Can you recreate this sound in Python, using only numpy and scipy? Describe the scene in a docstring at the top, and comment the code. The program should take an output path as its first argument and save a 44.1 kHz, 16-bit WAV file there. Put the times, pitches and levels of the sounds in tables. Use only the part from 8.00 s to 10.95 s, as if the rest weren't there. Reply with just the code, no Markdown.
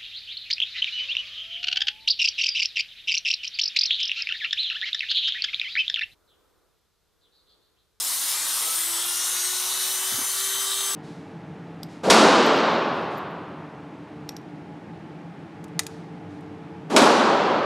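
"""A handheld rotary tool spins up freely above a workbench, over mains hum and a faint room rumble.
First a brief metallic ring dies away, likely the bit just out of a cut. Harmonics of the shaft rate
(orders) climb through the hiss of fan and brushes, and a rasp, likely the bearing, comes in spells.
From 1.7 s the tool is moved aside and its hiss slowly turns hollow. At 2.1 s a hand takes hold of
a wooden handle, which knocks on the bench, while the tool runs on."""
import sys
import numpy as np
from scipy import signal
from scipy.io import wavfile
from scipy.ndimage import uniform_filter1d

SR = 44100
rng = np.random.default_rng(int(sys.argv[2]) if len(sys.argv) > 2 else 0)


def wav_record(signal):
    """Record a signal, one row per channel, as 16-bit PCM in the file named by sys.argv[1]."""
    frames = np.transpose(np.atleast_2d(signal))
    bounded = np.clip(frames, -1, 1)
    # unit amplitude maps onto the largest positive 16-bit level
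    quanta = np.round(bounded * 32767).astype(np.int16)
    wavfile.write(sys.argv[1], SR, quanta)


N = 130095

# Decaying terms of the shaft's lag behind top speed: (initial shortfall [Hz], time constant [s])
SPEED_LAGS = [(17.08, .143), (123.36, .768), (62.77, 4.902)]
TOP_SPEED_HZ, JITTER_HZ, JITTER_PER_S = 430, 0.255, 32

# Leading shaft orders, which swell and fade as they climb through resonances: order -> (time [s], level [dB])
LEADING_ORDERS = { 1: [(0, -71.5), (.7, -63), (.92, -49), (1.07, -50.5), (1.25, -59), (1.45, -50.5),
                  (2.35, -52), (2.5, -48)], 3: [(0, -63), (1.1, -57), (2.2, -50.5), (2.7, -45)],
                  4: [(0, -61), (.63, -52), (.71, -39), (.78, -52), (1.4, -47), (2.95, -54)], 8: [(0, -64),
                  (.4, -47), (.9, -57), (1.12, -44.5), (1.55, -50), (1.88, -45), (2.06, -37), (2.2, -44),
                  (2.55, -39.5), (2.95, -41)], 15: [(0, -56), (1, -49), (1.35, -42.5), (2.95, -52)],
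                  16: [(0, -58), (.17, -45), (.45, -52), (.56, -38.5), (.65, -50), (1.05, -48), (1.2, -35),
                  (1.7, -39), (2.95, -39)], 17: [(0, -55), (.95, -50), (1.2, -43), (2.95, -48)],
                  18: [(0, -63), (.34, -36), (.46, -58), (.9, -58), (1.2, -40), (1.5, -41), (2.95, -54)],
                  20: [(0, -61), (2.25, -48.5), (2.75, -34.5), (2.95, -36)], 23: [(0, -58), (.45, -44),
                  (.8, -41), (1, -39), (1.27, -55), (1.45, -37), (1.65, -46), (2.95, -41)], 26: [(0, -56),
                  (.38, -42), (1.05, -46), (2.5, -38), (2.8, -44)], 27: [(0, -54), (.85, -35.5),
                  (1.3, -37.5), (1.5, -49), (2.95, -50)], 28: [(0, -53), (.9, -40.5), (1.5, -53)],
                  30: [(0, -46), (2.25, -48), (2.55, -40.5), (2.75, -50)], 32: [(0, -45), (.36, -37),
                  (.7, -45), (2.95, -57)], }
# Other clear orders: order -> level before housing colour and spin-up gain [dB]
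CLEAR_ORDERS = {19: -46, 24: -44, 29: -48.5, 35: -48}
FAINT_DB, FAINT_ORDERS, SPIN_UP_DB_PER_OCTAVE = -50.5, range(5, 42), 8
# Colour that the housing gives the clear and faint orders: (frequency [Hz], gain [dB])
HOUSING_RESPONSE = [(2400, -5.5), (4000, 0), (10000, 0), (15500, -2.5)]
WANDER, LEAD_WANDER, WANDER_PER_S = 0.67, 0.44, 11
FLARE_DB, LEAD_FLARE_DB, FLARE_PER_S = 3, 1, 6.8
SHUDDER, SHUDDER_PER_S, SHUDDER_EXPONENT = 0.85, 85, 0.55

# Spectrum of fan air and brush friction: (frequency [Hz], relative density [dB])
HISS_SPECTRUM = [(100, -36.5), (300, -16.5), (600, -14), (950, -5.5), (1250, -3.5), (1650, -8), (2000, -5),
                 (2400, -10.5), (3100, -4.5), (3900, -1.5), (4700, -5), (5400, -2.5), (7600, -3), (8500, 1),
                 (9700, 1.5), (11000, -3), (12500, -3), (14200, -7.5), (15700, -16)]
HISS_DB, BRUSH_DEPTH, BRUSH_SHARPNESS = -27.5, 0.14, 15
# Envelopes of the low, middle and treble hiss: (time [s], gain [dB])
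LOW_HISS_GAIN = [(0, -1.5), (.3, 0), (.7, 1.5), (.85, -1.5), (1.9, 1), (2.95, 0)]
MID_HISS_GAIN = [(0, 0.62), (2.95, -1.44)]
TOP_HISS_GAIN = [(0, 2), (.28, 3), (0.418, -0.5), (.68, 3.5), (1.05, -1.5), (1.3, -3), (2, 0), (2.35, -1),
                 (2.95, -4.5)]
# Crossovers of these bands: (lower start [Hz], lower end [Hz], upper start [Hz], upper end [Hz])
CROSSOVERS = [2270, 4630, 9350, 11500]
# Hollow colour of the hiss with the tool moved aside: (frequency [Hz], gain [dB])
ASIDE_COLOUR = [(700, -1), (1150, 0), (1900, 2), (2450, -5), (3100, -0.5), (5000, -1), (10300, 0.5)]
# Span over which that colour sets in: (start [s], end [s])
ASIDE_SPAN = [1.7, 3.2]

# Spells of the rattle: (time [s], level [dB])
RATTLE_LEVEL = [(0, -54), (.3, -39), (.9, -44), (1.05, -32), (1.12, -41), (1.45, -37.5), (1.87, -36.5),
                (1.99, -48), (2.41, -52), (2.47, -37.5), (2.77, -34.5), (2.84, -39), (2.95, -42)]
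# Housing resonances that it excites: (frequency [Hz], width [Hz], relative gain [dB])
HOUSING_MODES = [(1170, 380, -5), (1880, 280, -15), (3867, 360, 17.5)]
# Shift of those resonances with the grip: (time [s], frequency factor [ratio])
GRIP_SHIFT = [(.4, 0.96), (1.05, 0.86), (1.4, 1.034), (1.9, 1.01), (2.78, 0.98), (2.9, 0.92)]
RATTLE_SPREAD_DB, SCRAPE_DECAY_S, RATTLE_HIGHPASS_HZ = 3, 0.0017, 890

# Impacts of handle on bench: (time [s], gain [dB], relative bench mode level [dB], wood pitch [ratio])
IMPACTS = [(2.121, -36, -8, 0.816), (2.136, -47.5, 15, 1.05), (2.179, -39, -15, 1.005),
           (2.187, -32.5, -22, 1.04), (2.213, -37.5, -8, 0.93)]
# Modes of the wood: (frequency [Hz], relative level [dB], 60 dB decay time [s])
WOOD_MODES = [(206, -16, 0.071), (274, 9.5, 0.03), (596, 0.5, 0.032)]
BENCH_HZ, BENCH_T60_S, KNOCK_RISE_S, KNOCK_HIGHPASS_HZ = 115, 0.076, 0.0029, 95

# Partials of the mains hum: (frequency [Hz], level [dB])
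HUM_PARTIALS = [(60, -79.5), (120, -68)]
# Spectrum of the room rumble: (frequency [Hz], relative density [dB])
RUMBLE_SPECTRUM = [(20, -5), (80, -5), (150, 10), (260, -17), (500, 4), (1500, -23)]

# Stereo width: (frequency [Hz], gain of the opposed part [dB])
STEREO_WIDTH = [(60, -28), (170, -22), (750, -10.5), (2300, -22.5), (3300, -15), (8000, -12.5),
                (12000, -17.5), (13500, -66)]
# Stereo balance: (frequency [Hz], left over right [dB])
STEREO_BALANCE = [(100, -1.5), (700, 1.7), (4400, 0.4), (8600, 4.5), (13000, -3)]


def whine(speed, turns):
    """Periodic rotation radiates harmonics; each wavers and flares as it slides through room echoes."""
    highest_lead = max(LEADING_ORDERS)
    spin_up_db = SPIN_UP_DB_PER_OCTAVE * np.log2(speed / speed.mean())
    shortfall = (TOP_SPEED_HZ - speed) / (TOP_SPEED_HZ - speed.mean())
    others = {order: CLEAR_ORDERS.get(order, FAINT_DB)
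              for order in [*CLEAR_ORDERS, *FAINT_ORDERS] if order not in LEADING_ORDERS}
    partials = [(order, curve(level), LEAD_WANDER * 2 * order / highest_lead, LEAD_FLARE_DB)
                for order, level in LEADING_ORDERS.items()]
    partials += [(order, db + spin_up_db + at_hz(HOUSING_RESPONSE, order * speed), WANDER, FLARE_DB)
                 for order, db in others.items()]
    out = np.zeros((2, N))
    for order, db, wander, flare_db in partials:
        wavering = unit_rms((1 + wander * drift(WANDER_PER_S)) * flutter(flare_db, FLARE_PER_S))
        # The fast shudder is strongest in high orders and early in the spin-up.
        roughness = SHUDDER * (order / highest_lead) ** 2 * shortfall ** SHUDDER_EXPONENT
        shudder = (1 + roughness * drift(SHUDDER_PER_S)) / np.sqrt(1 + roughness ** 2)
        tone = amp(db) * shudder * np.exp(2j * np.pi * (order * turns + rng.random()))
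        out += np.sqrt(2) * (stereo(wavering, drift(WANDER_PER_S), order * speed) * tone).real
    return out


def hiss(turns):
    """Fan turbulence and brush friction make broadband noise; its upper bands flare once a turn."""
    spectra, hz = noise_spectra(HISS_SPECTRUM, patch_db=1.5)
    aside = np.interp(np.linspace(0, N / SR, spectra.shape[-1]), ASIDE_SPAN, [0, 1])
    spectra = spectra * amp(aside * at_hz(ASIDE_COLOUR, hz))
    low = np.interp(hz, CROSSOVERS[:2], [1, 0])
    top = np.interp(hz, CROSSOVERS[2:], [0, 1])
    bands = [(low, LOW_HISS_GAIN), (1 - low - top, MID_HISS_GAIN), (top, TOP_HISS_GAIN)]
    air, middle, treble = (waveform(spectra * share) * amp(curve(gain)) * flutter(depth_db=0.6, per_s=35)
                           for share, gain in bands)
    flare = unit_rms(1 + BRUSH_DEPTH * np.exp(BRUSH_SHARPNESS * (np.cos(2 * np.pi * turns) - 1)))
    modulated = air * mains_throb(depth=0.22) + flare * (middle + treble)
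    return amp(HISS_DB) * modulated / waveform(spectra).std()


def rattle(turns):
    """Forced resonance: an uneven scrape once a turn, likely a loose bearing, rings the housing."""
    strength = amp(RATTLE_SPREAD_DB * np.minimum(rng.standard_normal(N), 2))
    blows = np.diff(np.floor(turns), prepend=0) * strength * mains_throb(depth=0.53)
    envelope = signal.lfilter([1], [1, -np.exp(-1 / (SCRAPE_DECAY_S * SR))], blows)
    scrapes = highpass(envelope * rng.standard_normal((2, N)), RATTLE_HIGHPASS_HZ, order=2)
    ringing = sum(amp(db) * stereo(*resonate(scrapes, hz * curve(GRIP_SHIFT), width), hz)
                  for hz, width, db in HOUSING_MODES)
    return unit_rms(ringing) * amp(curve(RATTLE_LEVEL))


def metallic_ring(hz=5220, width_hz=90, level_db=-36, fade_s=0.065):
    """A narrow resonance, likely of the bit just out of the cut, dies away at the start."""
    tone = resonate(rng.standard_normal(N), np.full(N, hz), width_hz)
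    return amp(level_db) * unit_rms(tone) * np.exp(-(np.arange(N) / SR / fade_s) ** 2)


def handle_knocks():
    """Impacts excite damped modes of wood and bench as the handle rocks under the closing hand."""
    out, t = np.zeros(N), np.arange(SR // 2) / SR
    for start, db, bench_db, pitch in IMPACTS:
        modes = [(hz * pitch, level, t60) for hz, level, t60 in WOOD_MODES]
        modes.append((BENCH_HZ, bench_db, BENCH_T60_S))
        ringing = sum(amp(level - 60 * t / t60) * np.sin(2 * np.pi * hz * t) for hz, level, t60 in modes)
        out[round(start * SR):][:len(t)] += amp(db) * ringing * (1 - np.exp(-t / KNOCK_RISE_S))
    return highpass(out, KNOCK_HIGHPASS_HZ, order=3)


def room(rumble_db=-67):
    """Harmonics of the mains frequency hum over a faint low-frequency noise."""
    t = np.arange(N) / SR
    hum = sum(np.sqrt(2) * amp(db) * np.sin(2 * np.pi * (hz * t + rng.random()))
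              for hz, db in HUM_PARTIALS)
    rumble, _ = noise_spectra(RUMBLE_SPECTRUM, patch_db=5)
    return hum + amp(rumble_db) * unit_rms(waveform(rumble))


def mains_throb(depth, hz=120):
    """Amplitude modulation: the motor's drive throbs with each half wave of the mains."""
    return 1 + depth * np.cos(2 * np.pi * hz * np.arange(N) / SR)


def resonate(x, hz, width_hz):
    """Heterodyning: shift down by the curve hz, low-pass and shift back to get a moving resonance."""
    carrier = np.exp(2j * np.pi * np.cumsum(hz) / SR)
    pole = np.exp(-2 * np.pi * width_hz / SR)
    return (carrier * signal.lfilter([(1 - pole) ** 2], [1, -2 * pole, pole ** 2], x / carrier)).real


def noise_spectra(spectrum, patch_db, patch_hz=500, patch_s=0.12):
    """Spectral shaping: stereo short-time noise spectra with drifting patches, and their frequencies."""
    frames, hz = N // 256 + 5, np.fft.rfftfreq(1024, 1 / SR)
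    mid_re, mid_im, side_re, side_im, patches = rng.standard_normal((frames, 513, 5)).T
    patches = uniform_filter1d(patches, round(patch_hz / hz[1]), axis=0)
    patches = unit_rms(uniform_filter1d(patches, round(patch_s * SR / 256), axis=1))
    hz = hz[:, None]
    noise = stereo(mid_re + 1j * mid_im, side_re + 1j * side_im, hz)
    return noise * amp(at_hz(spectrum, hz) + patch_db * patches), hz


def waveform(spectra):
    """Overlap-add synthesis turns short-time spectra into sound."""
    return signal.istft(spectra, nperseg=1024, noverlap=768)[1][:, :N]


def stereo(mid, opposed, hz):
    """Sum and difference of a shared and an opposed part give left and right."""
    side = opposed * amp(at_hz(STEREO_WIDTH, hz))
    lean = amp(at_hz(STEREO_BALANCE, hz) / 2)
    return np.array([(mid + side) * lean, (mid - side) / lean])


def flutter(depth_db, per_s):
    """Random amplitude modulation: a smooth gain that conserves mean power."""
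    return unit_rms(amp(depth_db * np.clip(unit_rms(drift(per_s).real), -2, 2)))


def drift(per_s):
    """Low-passed complex Gaussian noise gives a smooth fluctuation of unit rms."""
    times = np.linspace(0, N / SR, 1024)
    rates = np.fft.fftfreq(1024, times[1])
    white = rng.standard_normal(1024) + 1j * rng.standard_normal(1024)
    smooth = np.fft.ifft(np.fft.fft(white) * np.exp(-(rates / per_s) ** 2))
    return np.interp(np.arange(N) / SR, times, unit_rms(smooth))


def highpass(x, hz, order):
    """A maximally flat filter attenuates what lies below hz."""
    return signal.sosfilt(signal.butter(order, hz, "highpass", fs=SR, output="sos"), x)


def curve(points):
    """Linear interpolation of (time [s], value) points over the scene."""
    return np.interp(np.arange(N) / SR, *np.transpose(points))


def at_hz(points, hz):
    """Interpolation of (frequency [Hz], value) points on a logarithmic axis."""
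    frequencies, values = np.transpose(points)
    return np.interp(np.log(hz + 1), np.log(frequencies), values)


def amp(db):
    """Amplitude ratio of a level in decibels."""
    return 10 ** (np.asarray(db) / 20)


def unit_rms(x):
    """Normalisation to an rms of one."""
    return x / np.sqrt(np.mean(abs(x) ** 2) + 1e-20)


def scene():
    """Superposition of all sources; one shaft, nearing top speed, drives whine, hiss and rattle."""
    t = np.arange(N) / SR
    lag_hz = sum(shortfall * np.exp(-t / tau) for shortfall, tau in SPEED_LAGS)
    speed = TOP_SPEED_HZ - lag_hz + JITTER_HZ * drift(JITTER_PER_S).real
    turns = np.cumsum(speed) / SR
    return whine(speed, turns) + hiss(turns) + rattle(turns) + metallic_ring() + handle_knocks() + room()


def record(dry):
    """Band limiting: a linear-phase low-pass removes the highest treble."""
    lowpass = signal.firwin(601, cutoff=15730, window=("kaiser", 9), fs=SR)
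    return signal.oaconvolve(dry, lowpass[None], "same")


dry = scene()
out = record(dry)
wav_record(out)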